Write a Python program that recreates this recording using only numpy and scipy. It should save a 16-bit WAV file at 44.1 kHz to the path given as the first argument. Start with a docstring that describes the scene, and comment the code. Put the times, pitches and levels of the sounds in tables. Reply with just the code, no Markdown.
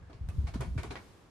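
"""A low rumble, a faint hiss and a brief rub open the scene: someone is moving about a small
wooden boat cabin with a camera in hand. The shifting grip makes the rumble, and dull handling
bumps thud through the camera body. Light clacks from the woodwork follow one another, each
a sharp snap and a short ring between the close panels. Then the rumble dies away."""
import sys
import numpy as np
from scipy import signal
from scipy.fft import rfft, irfft, next_fast_len
from scipy.io import wavfile
from scipy.ndimage import map_coordinates

SR = 44100
rng = np.random.default_rng(int(sys.argv[2]) if len(sys.argv) > 2 else 0)


def unload_audio(sound):
    """Save the sound as a 16-bit wav file, at the path given as the first command line argument."""
    columns = np.transpose(np.atleast_2d(sound))
    # keep every value between -1 and 1, then stretch to whole-number steps
    steps = np.round(np.clip(columns, -1, 1) * 32767)
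    wavfile.write(sys.argv[1], SR, steps.astype(np.int16))


N = 57330

# Tone of the camera body's rumble: f/Hz, level/dB
RUMBLE_TONE = [(20, -25), (40, 2.5), (68, 6), (130, 0.5), (220, -9.5), (400, -30), (900, -50), (3000, -90)]
# How alike left and right are in that rumble (1 = the same): f/Hz, likeness
RUMBLE_LIKENESS = [(50, 0.79), (300, 0.94)]
# How alike left and right are in the cabin air: f/Hz, likeness
CABIN_LIKENESS = [(100, 0.74), (300, 0.73), (700, 0.42), (3000, 0.2), (6000, 0.13), (10000, 0.094)]


def gain(db):
    """Turn decibels into a number to multiply by."""
    return 10 ** (np.asarray(db) / 20)


def normalise(x):
    """Scale a signal to an average power of 1."""
    return x / np.sqrt(np.mean(x ** 2) + 1e-20)


def look_up(points, hz):
    """Read between (f/Hz, value) points, with octaves evenly spaced."""
    freqs, values = np.transpose(points)
    return np.interp(np.log(hz + 1), np.log(freqs + 1), values)


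def fade(points):
    """Join (t/s, level/dB) points into one gain per sample."""
    return gain(np.interp(np.arange(N) / SR, *np.transpose(points)))


def since(start):
    """Seconds since a moment, zero before it."""
    return np.maximum(np.arange(N) / SR - start, 0)


def filtered(x, response):
    """Multiply each frequency in x by response(hz)."""
    size = next_fast_len(N + SR // 2)
    hz = np.fft.rfftfreq(size, 1 / SR)
    return irfft(rfft(x, size) * response(hz), size)[..., :N]


def noise(tone_db, likeness):
    """Stereo noise shaped by tone_db(hz): a shared middle, plus or minus a side part."""
    def response(hz):
        angle = np.arccos(np.clip(look_up(likeness, hz), -1, 1)) / 2
        return gain(tone_db(hz)) * [np.cos(angle), np.sin(angle)]
    mid, side = filtered(rng.standard_normal((2, N)), response)
    return np.array([mid + side, mid - side])


def steady_noise(tone, likeness):
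    """Stereo noise of power 1, shaped by (f/Hz, level/dB) points."""
    return normalise(noise(lambda hz: look_up(tone, hz), likeness))


def grip_rumble():
    """The shifting grip makes the camera body rumble while the person moves."""
    # Rise and fall of the rumble: t/s, level/dB
    levels = [(0, -51), (.1, -55), (.2, -53.5), (.38, -37), (.52, -46.5), (.64, -38), (.8, -44),
              (.93, -46.5), (1.04, -58.5), (1.3, -65.5)]
    return fade(levels) * steady_noise(RUMBLE_TONE, RUMBLE_LIKENESS)


def cabin_hiss():
    """Faint cabin air, with a higher fizz that swells during the movement."""
    # Rise and fall of the air and the fizz: t/s, level/dB
    air_levels = [(0, -61.5), (.15, -62.5), (.25, -61.5), (.34, -60), (.6, -57), (.74, -61.5), (1.02, -57),
                  (1.18, -60), (1.3, -62)]
    fizz_levels = [(0, -86.5), (.26, -80.5), (.34, -68.5), (.5, -71.5), (.73, -70.5), (.9, -70.5),
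                   (1.03, -67), (1.2, -72.5), (1.3, -78)]
    # Tone of each: f/Hz, level/dB
    air_tone = [(30, 2.5), (130, 0.5), (400, 2), (600, -4.5), (1000, -4.5), (2000, -12.5), (4000, -19.5),
                (7000, -26), (10500, -34.5), (15000, -54)]
    fizz_tone = [(1000, -8.5), (3500, 4.5), (6500, 1), (10500, -2.5), (14000, -10), (16000, -15)]
    air = fade(air_levels) * steady_noise(air_tone, CABIN_LIKENESS)
    fizz = fade(fizz_levels) * steady_noise(fizz_tone, CABIN_LIKENESS)
    return air + fizz


def rub():
    """A brief, faint rub: noise gathered closely around one pitch."""
    # The rub: t/s, length/s, f/Hz, width/Hz, level/dB
    stroke = (0, .11, 1640, 150, -71)
    start, length, pitch_hz, width_hz, db = stroke
    progress = np.minimum(since(start) / length, 1)
    swell = np.sqrt(np.abs(np.sin(np.pi * progress)))
    tone_db = lambda hz: -20 * np.log10(1 + ((hz - pitch_hz) / width_hz) ** 2)
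    return gain(db) * swell * normalise(noise(tone_db, CABIN_LIKENESS))


def handling_bumps():
    """Each soft knock swings the camera body a few times, a little differently left and right."""
    # Knocks on the body: t/s, level/dB before the boost, f/Hz, time to fade by 60 dB/s
    knocks = [(0.023, -52.5, 75, .08), (0.148, -37.5, 97, 0.051), (.211, -28.5, 76, 0.083),
              (0.24, -29, 51, 0.089), (0.275, -47, 120, 0.073), (0.287, -22, 74, 0.047),
              (0.344, -35.5, 71, 0.074), (.383, -23.5, 70.2, 0.18), (0.441, -23.5, 67, 0.1),
              (.486, -34, 101.4, 0.097), (0.546, -33.5, 59.4, 0.25), (.557, -19, 218, 0.023),
              (.571, -31, 96, 0.055), (0.592, -31, 134, 0.12), (0.678, -32.5, 66, 0.073),
              (0.71, -24.5, 58.7, 0.074), (.754, -32.5, 237, 0.028), (.764, -19, 112, 0.036),
              (0.785, -27.5, 75.5, 0.083), (0.832, -43.5, 55.4, 0.36), (0.885, -40, 66.5, 0.18)]
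    attack_s, boost_db, side_db, left_db = 0.0038, 5.5, -14.5, 0.45
    out = np.zeros((2, N))
    for start, db, hz, fade_s in knocks:
        t = since(start)
        envelope = gain(db + boost_db - 60 * t / fade_s) * (1 - np.exp(-t / attack_s))
        swing = np.sin(2 * np.pi * hz * t)
        shudder = normalise(steady_noise(RUMBLE_TONE, RUMBLE_LIKENESS)[0])
        side = gain(side_db) * shudder / np.sqrt(2)
        out += envelope * (swing + np.array([side, -side]))
    return out * gain([[left_db], [-left_db]])


def wood_clacks():
    """Each clack is a snap, a dense burst of echoes off the near panels and a faint tail."""
    # Clacks in the woodwork: t/s, level/dB in each of five bands, time to fade by 60 dB/s,
    # lean to the left/dB, low ring f/Hz, high ring f/Hz, ring boost/dB,
    # snap delay/s, snap level/dB, snap treble limit f/Hz
    hits = [(.096, -53, -56, -66.5, -68, -77, 0.11, -1.1, 890, 1680, 9.8, 0.0023, -57, 1200),
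            (0.128, -57, -60, -65.5, -62, -76, 0.27, -0.5, 810, 2320, 1, 0.0024, -53.5, 5040),
            (0.286, -54, -56, -60, -62, -58.5, 0.1, -1.2, 1183, 2560, 14, 0.0019, -48.5, 12700),
            (0.469, -65, -50, -51, -51, -59.5, 0.15, -0.3, 680, 2230, 7.3, 0.00047, -51, 5000),
            (.537, -49.5, -48, -54.5, -50.5, -58, 0.16, -1, 1207, 3980, 8.9, 0.0057, -46.5, 9700),
            (.605, -43.5, -43.5, -45.5, -49.5, -51.5, 0.23, -0.41, 950, 2180, 1.9, 0.0039, -43, 11100),
            (0.777, -42.5, -48.5, -45.5, -49.5, -54.5, 0.17, -1.2, 1590, 2308, 6.1, 0.00066, -51.5, 4530),
            (0.831, -45.5, -48, -49.5, -53.5, -55.5, 0.21, -0.16, 1080, 2320, 4.3, 0.0013, -42.5, 10900),
            (.905, -46, -45, -48.5, -49, -56, 0.17, .5, 720, 4050, 6.4, 0.0038, -40, 4070),
            (0.955, -47, -50, -47, -53, -65.5, 0.17, 0, 1042, 1910, 10, 0.00048, -38.5, 3260)]
    # Centres of the five bands: f/Hz
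    bands = [350, 750, 2000, 5000, 9500]
    # Tone added to every clack: f/Hz, level/dB
    wood_tone = [(60, -26), (200, -8.5), (330, -0.5), (440, 0.5), (540, -5), (800, 0.5), (2300, -2.5),
                 (3000, -2.5), (4200, -3), (7500, -3.5), (10500, -2), (15000, -36)]
    # Pitches at which the panels ring: f/Hz, width/Hz, boost/dB
    panels = [(400, 8.8, 5), (657, 27, 8.5), (713, 26, 1.5), (934, 29, 3), (1147, 68, 4.5), (1470, 20, 9.5),
              (1797, 31, 7), (2213, 244, 6)]
    trim_db, attack_s, hold_s = -2.5, 0.00088, 0.017
    tail_db, tail_fade_s = -22, 0.48  # the cabin's lingering answer
    ring_width = 0.054  # as a share of the ring's pitch
    uneven_db, uneven_step_hz = 2.2, 70
    out = np.zeros((2, N))
    for start, *band_db, fade_s, pan_db, low_hz, high_hz, ring_db, delay, snap_db, edge_hz in hits:
        # Spread each band's power over a width equal to its frequency.
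        spread_db = np.array(band_db) + 10 * np.log10(SR / 2 / np.array(bands))
        band_tone = list(zip(bands, spread_db))
        peaks = list(panels) + [(hz, ring_width * hz, ring_db) for hz in (low_hz, high_hz)]
        chance = rng.standard_normal(size=300)  # each contact point rings the panels differently

        def tone_db(hz):
            rings = sum(db / (1 + (2 * (hz - centre) / width) ** 2) for centre, width, db in peaks)
            uneven = uneven_db * map_coordinates(chance, [hz / uneven_step_hz], mode="nearest")
            return look_up(band_tone, hz) + look_up(wood_tone, hz) + rings + uneven

        t = since(start)
        burst = gain(-60 * since(start + hold_s) / fade_s)
        tail = gain(tail_db - 60 * t / tail_fade_s)
        envelope = np.hypot(burst, tail) * (1 - np.exp(-t / attack_s))
        echoes = gain(trim_db) * envelope * noise(tone_db, CABIN_LIKENESS)
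        clack = echoes + contact_snap(start + delay, snap_db, edge_hz)
        out += clack * gain([[pan_db / 2], [-pan_db / 2]])
    return out


def contact_snap(start, db, edge_hz):
    """The instant of contact: a short, gritty snap with its own level and treble limit."""
    decay_s, low_cut_hz, db_per_octave = 0.0034, 584, -3
    bass_loss_db = lambda hz: 10 * np.log10(1 + (low_cut_hz / (hz + 1)) ** 4)
    # How alike left and right are in a snap: f/Hz, likeness
    likeness = [(500, 0.77), (3000, 0.33), (12000, 0.039)]
    grit = noise(lambda hz: db_per_octave * np.log2(hz + 1) - bass_loss_db(hz), likeness)
    t = since(start)
    click = (t > 0) * np.exp(-t / decay_s) * grit
    treble_cut = signal.butter(3, edge_hz, fs=SR, output="sos")
    return gain(db) * signal.sosfilt(treble_cut, click) / np.std(signal.sosfilt(treble_cut, grit))


def scene():
    """All the cabin's sounds, added together at the camera."""
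    return handling_bumps() + wood_clacks() + grip_rumble() + cabin_hiss() + rub()


def record(dry):
    """The camera loses the deepest bass, softens the top treble and keeps nothing above its limit."""
    low_cut_hz, soften_hz, limit_hz = 34, 14800, 15800
    bass_cut = lambda hz: hz ** 2 / np.hypot(hz ** 2, low_cut_hz ** 2)
    treble_cut = lambda hz: (hz < limit_hz) / np.hypot(1, (hz / soften_hz) ** 20)
    return filtered(dry, lambda hz: bass_cut(hz) * treble_cut(hz))


dry = scene()
out = record(dry)
unload_audio(out)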